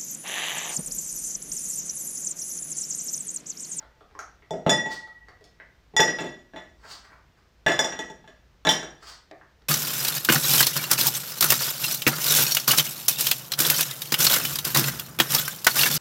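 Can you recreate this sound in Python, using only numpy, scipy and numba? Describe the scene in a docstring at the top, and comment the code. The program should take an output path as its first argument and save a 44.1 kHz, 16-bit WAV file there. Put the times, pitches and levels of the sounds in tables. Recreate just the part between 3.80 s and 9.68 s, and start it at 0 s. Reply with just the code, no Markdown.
"""Ice cubes clink, one by one, into a stemmed glass with a little drink in it.
Each cube knocks the wall and the other cubes a few times. The bowl of the glass rings,
and the ringing gets shorter as it fills. In between, fingers rub and snap a rubber tray
to push the cubes out. A small kitchen echoes and hums."""
import sys
import numpy as np
from scipy import signal
from scipy.fft import rfft, irfft
from scipy.io import wavfile
from numba import njit

SR = 44100
rng = np.random.default_rng(int(sys.argv[2]) if len(sys.argv) > 2 else 0)


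def unload_wav(signal):
    """Save mono or channel-first audio to the path in sys.argv[1] as 16-bit WAV at rate SR, clipped to [-1, 1]."""
    wavfile.write(
        sys.argv[1],
        SR,
        np.round(np.clip(np.atleast_2d(signal).T, -1, 1) * 32767).astype(np.int16),
    )


N = 259479

# A cube hits the glass. The angle is its place in the second ring's pattern around the wall.
# start_s, thud_db, clack_db, first_ring_db, second_ring_db, higher_rings_db, angle_rad
HITS = [(.001, -59, -60, -64, -74, -91, 1), (.7077, -29.5, -48, -38, -53, -39.5, 0.95),
        (.7347, -26.5, -43, -68, -65, -71, 0.42), (.864, -13.5, -24, -33, -68, -47, .6),
        (0.8946, -26, -19.5, -45.5, -49.5, -20, -.6), (.909, -27, -33, -29, -27.5, -45, -.785),
        (1.0594, -33.5, -35, -41, -52, -49.5, .9), (2.1374, -39.5, -56, -71, -69, -84, 0.88),
        (2.1655, -31.5, -26, -30.5, -19.5, -21, -0.28), (2.1944, -19.5, -15.5, -32, -50, -30, 0.91),
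        (2.2029, -28.5, -40.5, -21, -23.5, -17.5, 1), (2.2344, -43, -58, -51, -21.5, -32.5, 0.87),
        (2.2794, -28.5, -26, -68, -35, -41, 1), (2.3865, -34, -23, -43.5, -52, -47, 0.95),
        (2.4044, -29, -42.5, -57, -56, -40, -0.43), (2.4394, -34.5, -36, -44, -40.5, -62, -0.089),
        (2.7354, -37.5, -44, -61, -73, -71, .7), (2.7611, -36.5, -32.5, -45.5, -50, -53, .9),
        (3.8641, -19, -15.5, -32, -25, -27, 0.11), (3.8824, -22, -17.5, -56, -47, -30, -0.32),
        (3.9185, -32.5, -28.5, -41, -40, -30.5, 0.76), (3.9913, -24.5, -18.5, -34.5, -36, -19, 0.3),
        (4.0444, -29.5, -28.5, -34, -64, -27.5, 1), (4.1235, -39, -30.5, -54, -45, -43, 1),
        (4.1909, -32, -30.5, -38.5, -34.5, -35, -0.43), (4.2994, -38.5, -45, -46, -56, -47.5, 1),
        (4.4418, -53, -51.5, -57.5, -76, -77, 0.3), (4.4764, -49.5, -43.5, -83.5, -67, -54.5, .8),
        (4.8504, -22.5, -23.5, -39, -56, -30.5, .6), (4.8698, -18.5, -13.5, -31, -34, -22.5, .9),
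        (4.8908, -54, -38.5, -24, -31, -15, 1), (4.9114, -43, -31.5, -59, -60, -19, .8),
        (4.9444, -31.5, -40, -68, -55, -45, .9), (5.0294, -33.5, -34, -75, -50, -44, 0.87)]
# The bowl's tones. An uneven wall splits rings 0-2 into pairs that waver; 3 means all upper tones.
# ring_number, pitch_hz, level_db, fade_s (time to fall 60 dB, before damping)
BOWL_TONES = [(0, 872.5, -1, .62), (0, 878, 0, .62), (1, 1922, 2, 1.05), (1, 1938.3, 2, 1.05),
              (2, 3482, 0, .46), (2, 3500, -11, .3), (3, 5078, -10, .2), (3, 5437, -11, .2),
              (3, 5706, -3, .22), (3, 5766, -4, .2), (3, 6702, -12, .2), (3, 6828, -4, .18),
              (3, 7600, -9, .15), (3, 8660, -16, .12), (3, 8880, -19, .12), (3, 10300, -24, .08),
              (3, 11200, -24, .08), (3, 13720, -21, .08), (3, 14100, -22, .08)]
# Ice resting on the wall; a bigger factor stops the ringing sooner. time_s, damping_factor
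ICE_DAMPING = [(0, 0.21), (.7, 4.4), (.9, 1.05), (2.1, .95), (2.2, 2.2), (2.7, 2.55), (3.8, 3.5),
               (5.9, 5.3)]
# The air in the bowl, the stem and the counter. pitch_hz, level_db, fade_s
THUD_TONES = [(146.4, -3.5, 0.053), (272, -4.5, 0.037), (349.6, -4, 0.12), (505, 7.5, 0.011),
              (606, -1, 0.058), (668, 0.5, 0.029)]
# The cubes' own tones. pitch_hz, level_db, fade_s
CUBE_TONES = [(1290, 6, 0.0028), (1666, -9, 0.0067), (1705, -0.5, 0.024), (2040, -2.5, 0.011),
              (2713, -4, 0.0083), (3070, -7.5, 0.0099), (4000, -4, 0.0063)]
# Single notes from square hits. start_s, level_db, pitch_hz, fade_s
HIT_NOTES = [(0.864, -27, 1290, 0.071), (.8645, -16, 593.6, 0.078), (2.1656, -19.5, 5100, 0.45),
             (2.762, -44.5, 1730, 0.3), (3.8631, -15.5, 1732, 0.19), (3.8641, -16, 668, 0.085),
             (4.4759, -50.5, 1660, 0.11), (4.8714, -31, 1570, 0.19), (4.872, -10.5, 3850, .03),
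             (4.8914, -10, 3150, .04), (5.0282, -32, 1628, 0.037)]
# The tray snaps. start_s, pop_db, pop_pitch_hz, dull_db, bright_db, bright_pitch_hz
TRAY_SNAPS = [(0.027, -38.5, 1530, -42, -43.5, 3800), (0.2083, -40, 1310, -43, -47, 3500),
              (.3112, -43, 1490, -45, -53, 4000), (.351, -36, 1100, -40, -49, 5200),
              (.3909, -21.5, 1410, -42, -25, 5970), (0.623, -38, 1894, -45, -67, 5230),
              (1.2735, -32.5, 1330, -50, -41, 4100), (1.4847, -35.5, 1860, -39.5, -41.5, 4530),
              (1.6102, -72, 1420, -45, -45.5, 3900), (1.6413, -72.5, 1510, -47, -39, 5130),
              (1.7999, -28, 1743, -49, -57, 5550), (3.047, -54.5, 1560, -38.5, -51, 5200),
              (5.5118, -33, 1890, -30.5, -46, 3820), (5.6119, -37, 1630, -65.5, -66, 3900),
              (5.8177, -51, 1654, -49.5, -59, 3680)]
# Finger strokes on the tray. peak_s, swell_s, fade_s, low_db, high_db
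RUB_STROKES = [(.005, 0.012, 0.051, -54, -72), (1.118, .035, 0.089, -51, -43.5),
               (3.05, 0.042, 0.017, -51, -71.5), (3.115, 0.11, 0.11, -53, -46.5),
               (3.33, 0.26, 0.16, -60, -78), (3.575, 0.018, 0.091, -67, -77),
               (3.25, 0.024, 0.023, -55.5, -64), (5.227, 0.012, 0.045, -49, -57.5),
               (5.284, 0.1, 0.13, -53.5, -48.5)]
# The low part of the rubbing noise. pitch_hz, level_db
RUB_LOW_SPECTRUM = [(250, -12), (500, -13), (1000, -1.5), (1500, -2), (2000, -5.5), (2500, -16.5),
                    (4000, -39)]
# The high part of the rubbing noise. pitch_hz, level_db
RUB_HIGH_SPECTRUM = [(2200, -15), (3000, -5), (3800, -3), (4700, 3.5), (5800, -5), (8000, -8), (9500, -18),
                     (12000, -26.5), (15000, -19.5)]
# Ice settles. start_s, level_db
ICE_TICKS = [(1.492, -34), (5.5124, -18), (5.8197, -31)]
# How long the kitchen echoes. 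pitch_hz, fade_s
ECHO_FADES = [(100, 0.48), (400, 0.45), (1500, 0.38), (5000, 0.36), (15000, 0.18)]
# The kitchen's steady noise. pitch_hz, level_db
HUM_SPECTRUM = [(12, -27.5), (20, -13), (65, 4), (314, -11.5), (372, -10.5), (794, -15.5), (1900, -17.5),
                (2580, -20.5), (5670, -25), (10500, -41.5), (15200, -35), (16500, -62.5)]

CRACK_DB, CRACK_GROWTH = -19, 2.3   # growth: dB of crack per dB given to the higher rings
RUB_FADE_DB, RUB_UNEVEN_DB, RUB_CATCHES_PER_S = 32, 3.5, 43
DRINK_DAMPING = 1.9   # the drink damps the upper tones at least this much
CUTOFF_HZ = 17150


def bowl_rings(rattle):
    """Each hit makes the glass wall ring; returns the three low rings and the upper tones."""
    start_s, _, _, *ring_db, angle_rad = np.transpose(HITS)
    damping = np.interp(np.arange(N) / SR, *np.transpose(ICE_DAMPING))
    upper_damping = np.maximum(damping ** 1.3, DRINK_DAMPING)
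    luck_db = rng.normal(0, 1.5, (len(HITS), len(BOWL_TONES)))
    low, upper = 0, 0
    for k, (ring, hz, db, fade_s) in enumerate(BOWL_TONES):
        if ring < 3:
            force = clicks(start_s, ring_db[ring])
            low_damping = np.maximum(damping, .3)
            if ring == 1:   # where the cube lands decides which tone of the pair gets more
                force[(start_s * SR).astype(int)] *= np.cos(angle_rad) if k % 2 else np.sin(angle_rad)
            if ring == 2:
                force += amp(-1.5) * rattle
                low_damping **= 1.067
            low += amp(db) * tone(force, hz, fade_s, low_damping)
        else:   # short waves feel the roughness of each contact
            force = chatter(clicks(start_s, ring_db[2] + luck_db[:, k]), .0024) + amp(-7.5) * rattle
            upper += amp(db) * tone(force, hz, fade_s, upper_damping)
    return low, upper


def cube_knocks(rattle):
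    """The bowl and counter thud, the cubes clack, and hard hits add a sharp crack."""
    start_s, thud_db, clack_db, _, _, higher_db, _ = np.transpose(HITS)
    push = chatter(clicks(start_s, thud_db), .0085)
    luck_db = rng.normal(0, 2, (len(HITS), len(CUBE_TONES)))   # each hit favours other tones
    thud, clack = 0, 0
    for k, (hz, db, fade_s) in enumerate(THUD_TONES):
        thud += (-1) ** k * amp(db) * tone(push, hz, fade_s)   # every other tone starts the opposite way
    for k, (hz, db, fade_s) in enumerate(CUBE_TONES):
        contact = chatter(clicks(start_s, clack_db + luck_db[:, k]), .0078, share=.05)
        clack += (-1) ** k * amp(db) * tone(contact + amp(3.5) * rattle, hz, fade_s)
    crack_db = CRACK_DB + CRACK_GROWTH * (higher_db + 19.5)
    crack = chatter(clicks(start_s, crack_db), .008) + amp(-4.5) * rattle
    return band(thud, 80, 1200) + band(clack, 470, 3700) + band(crack, 1700, 14000)


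def hit_notes():
    """Hit squarely, a cube, the wall or the air in the bowl sounds one note of its own."""
    out = 0
    for start_s, db, hz, fade_s in HIT_NOTES:
        soft_click = signal.lfilter([.2], [1, -.8], clicks([start_s], db))
        out += tone(soft_click, hz, fade_s)
    return out


def cube_rattle():
    """The cubes keep jostling after each hit, giving tiny scattered pushes."""
    start_s, _, clack_db, *_ = np.transpose(HITS)
    return chatter(clicks(start_s, clack_db - 15), .066, share=.014)


def tray_snaps():
    """Rubber and ice let go of each other: a dull knock, a hollow pop and a bright tick."""
    start_s, pop_db, pop_hz, dull_db, bright_db, bright_hz = np.transpose(TRAY_SNAPS)
    push = chatter(clicks(start_s, dull_db), .0057)
    shake = chatter(clicks(start_s, 0), .0022)
    out = band(tone(push, 400, .012) - tone(push, 680, .0083), 200, 1200)
    for k, start in enumerate((start_s * SR).astype(int)):
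        span = slice(start, start + 2000)
        pop = band(tone(shake[span], pop_hz[k], fade_s=.0065), 450, 3700)
        tick = tone(shake[span], bright_hz[k], fade_s=.0028)
        out[span] += amp(pop_db[k]) * pop + amp(bright_db[k]) * tick
    return out


def finger_rubs():
    """Skin slides on rubber in many tiny, uneven slips; each stroke swells and fades."""
    t, out = np.arange(N) / SR, np.zeros(N)
    slips = rng.standard_normal((2, N)) * amp(4.8 * np.minimum(rng.exponential(1, (2, N)), 4))
    low, high = shaped(slips[0], RUB_LOW_SPECTRUM), shaped(slips[1], RUB_HIGH_SPECTRUM)
    grip = np.interp(t * RUB_CATCHES_PER_S, np.arange(N // 100), rng.standard_normal(N // 100))
    low *= amp(RUB_UNEVEN_DB * grip)   # the skin catches and lets go
    for peak_s, swell_s, fade_s, low_db, high_db in RUB_STROKES:
        from_peak = np.where(t < peak_s, (peak_s - t) / swell_s, (t - peak_s) / fade_s)
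        out += amp(-RUB_FADE_DB * from_peak ** .96) * (amp(low_db) * low + amp(high_db) * high)
    return out


def settling_ticks():
    """Settling ice makes bright ticks, too near and small to raise an echo."""
    start_s, db = np.transpose(ICE_TICKS)
    return band(chatter(clicks(start_s, db), .003), 2800, 5100)


def kitchen_echo(sound):
    """The walls throw sound back as a blur; each band of pitches dies away at its own speed."""
    t, echo = np.arange(SR) / SR, 0
    edges_hz = np.geomspace(60, 18000, 18)
    for low, high in zip(edges_hz, edges_hz[1:]):
        fade_s = at_hz(ECHO_FADES, np.sqrt(low * high))
        echo += band(rng.standard_normal(SR), low, high) * amp(-60 * t / fade_s)
    echo *= 1 - np.exp(-t / .00073)   # builds up over the first bounces
    return signal.fftconvolve(sound, echo / np.sqrt(np.sum(echo ** 2)))[:N]


def kitchen_hum():
    """Soft steady noise and a motor's low, wavering tone."""
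    noise = shaped(rng.standard_normal(N), HUM_SPECTRUM)
    motor = unit_level(tone(rng.standard_normal(N), hz=55, fade_s=.42))
    return amp(-64) * noise + amp(-65.5) * motor


def clicks(times_s, db):
    """One click at each given time."""
    out = np.full(N, 1e-18)
    out[(np.asarray(times_s) * SR).astype(int)] = amp(db)
    return out


def chatter(force, decay_s, share=.3):
    """A rough contact: each click trails off in smaller ones, on a random share of the samples."""
    grains = rng.standard_normal(N) * (rng.random(N) < share)
    trail = signal.lfilter([1], [1, -np.exp(-1 / (decay_s * SR))], force)
    return .29 * force + grains * trail / np.sqrt(share * decay_s * SR)


def tone(force, hz, fade_s, damping=1):
    """A pushed object rings at one pitch, falling 60 dB in fade_s / damping seconds."""
    loss = np.log(1000) / (fade_s * SR) * damping * np.ones(len(force))
    return vibrate(force, 2 * np.pi * hz / SR, loss)


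@njit
def vibrate(force, step_rad, loss):
    """Swing back and forth, losing a little motion each sample and taking in new pushes."""
    out, state = np.zeros(len(force)), 0j
    for i in range(len(force)):
        state = state * np.exp(1j * step_rad) * (1 - loss[i]) + force[i]
        out[i] = state.imag
    return out


def band(sound, low_hz, high_hz):
    """Keep mainly the pitches between two limits."""
    return signal.sosfilt(signal.butter(2, [low_hz, high_hz], "band", fs=SR, output="sos"), sound)


def shaped(noise, spectrum):
    """Make each pitch in a noise as strong as a table says, at an overall level of 1."""
    hz = np.maximum(np.fft.rfftfreq(N, 1 / SR), 1)
    return unit_level(irfft(rfft(noise) * amp(at_hz(spectrum, hz)), N))


def at_hz(table, hz):
    """Read between a table's rows, with octaves evenly spaced."""
    table_hz, values = np.transpose(table)
    return np.interp(np.log(hz), np.log(table_hz), values)


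def unit_level(sound):
    """Scale to an average (rms) level of 1."""
    return sound / np.sqrt(np.mean(sound ** 2) + 1e-20)


def amp(db):
    """Turn decibels into a multiplier."""
    return 10 ** (np.asarray(db) / 20)


def scene():
    """The glass is near; the tray is behind it, so it echoes more. The hum lies under both."""
    rattle = cube_rattle()
    low_rings, upper_tones = bowl_rings(rattle)
    knocks = cube_knocks(rattle) + hit_notes()
    tray = tray_snaps() + finger_rubs()
    hum = kitchen_hum()
    # the long low rings are heard mostly without echo
    echo = kitchen_echo(amp(-13) * low_rings + upper_tones + knocks + amp(2) * tray)
    return (low_rings + upper_tones + knocks + tray + settling_ticks() + echo + hum)[None]


def record(dry):
    """Round off the loudest peaks and cut the very highest pitches."""
    rounded = 1.049 * np.tanh(dry / .83)
    return signal.sosfilt(signal.cheby2(12, 70, CUTOFF_HZ, fs=SR, output="sos"), rounded)


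dry = scene()
out = record(dry)
unload_wav(out)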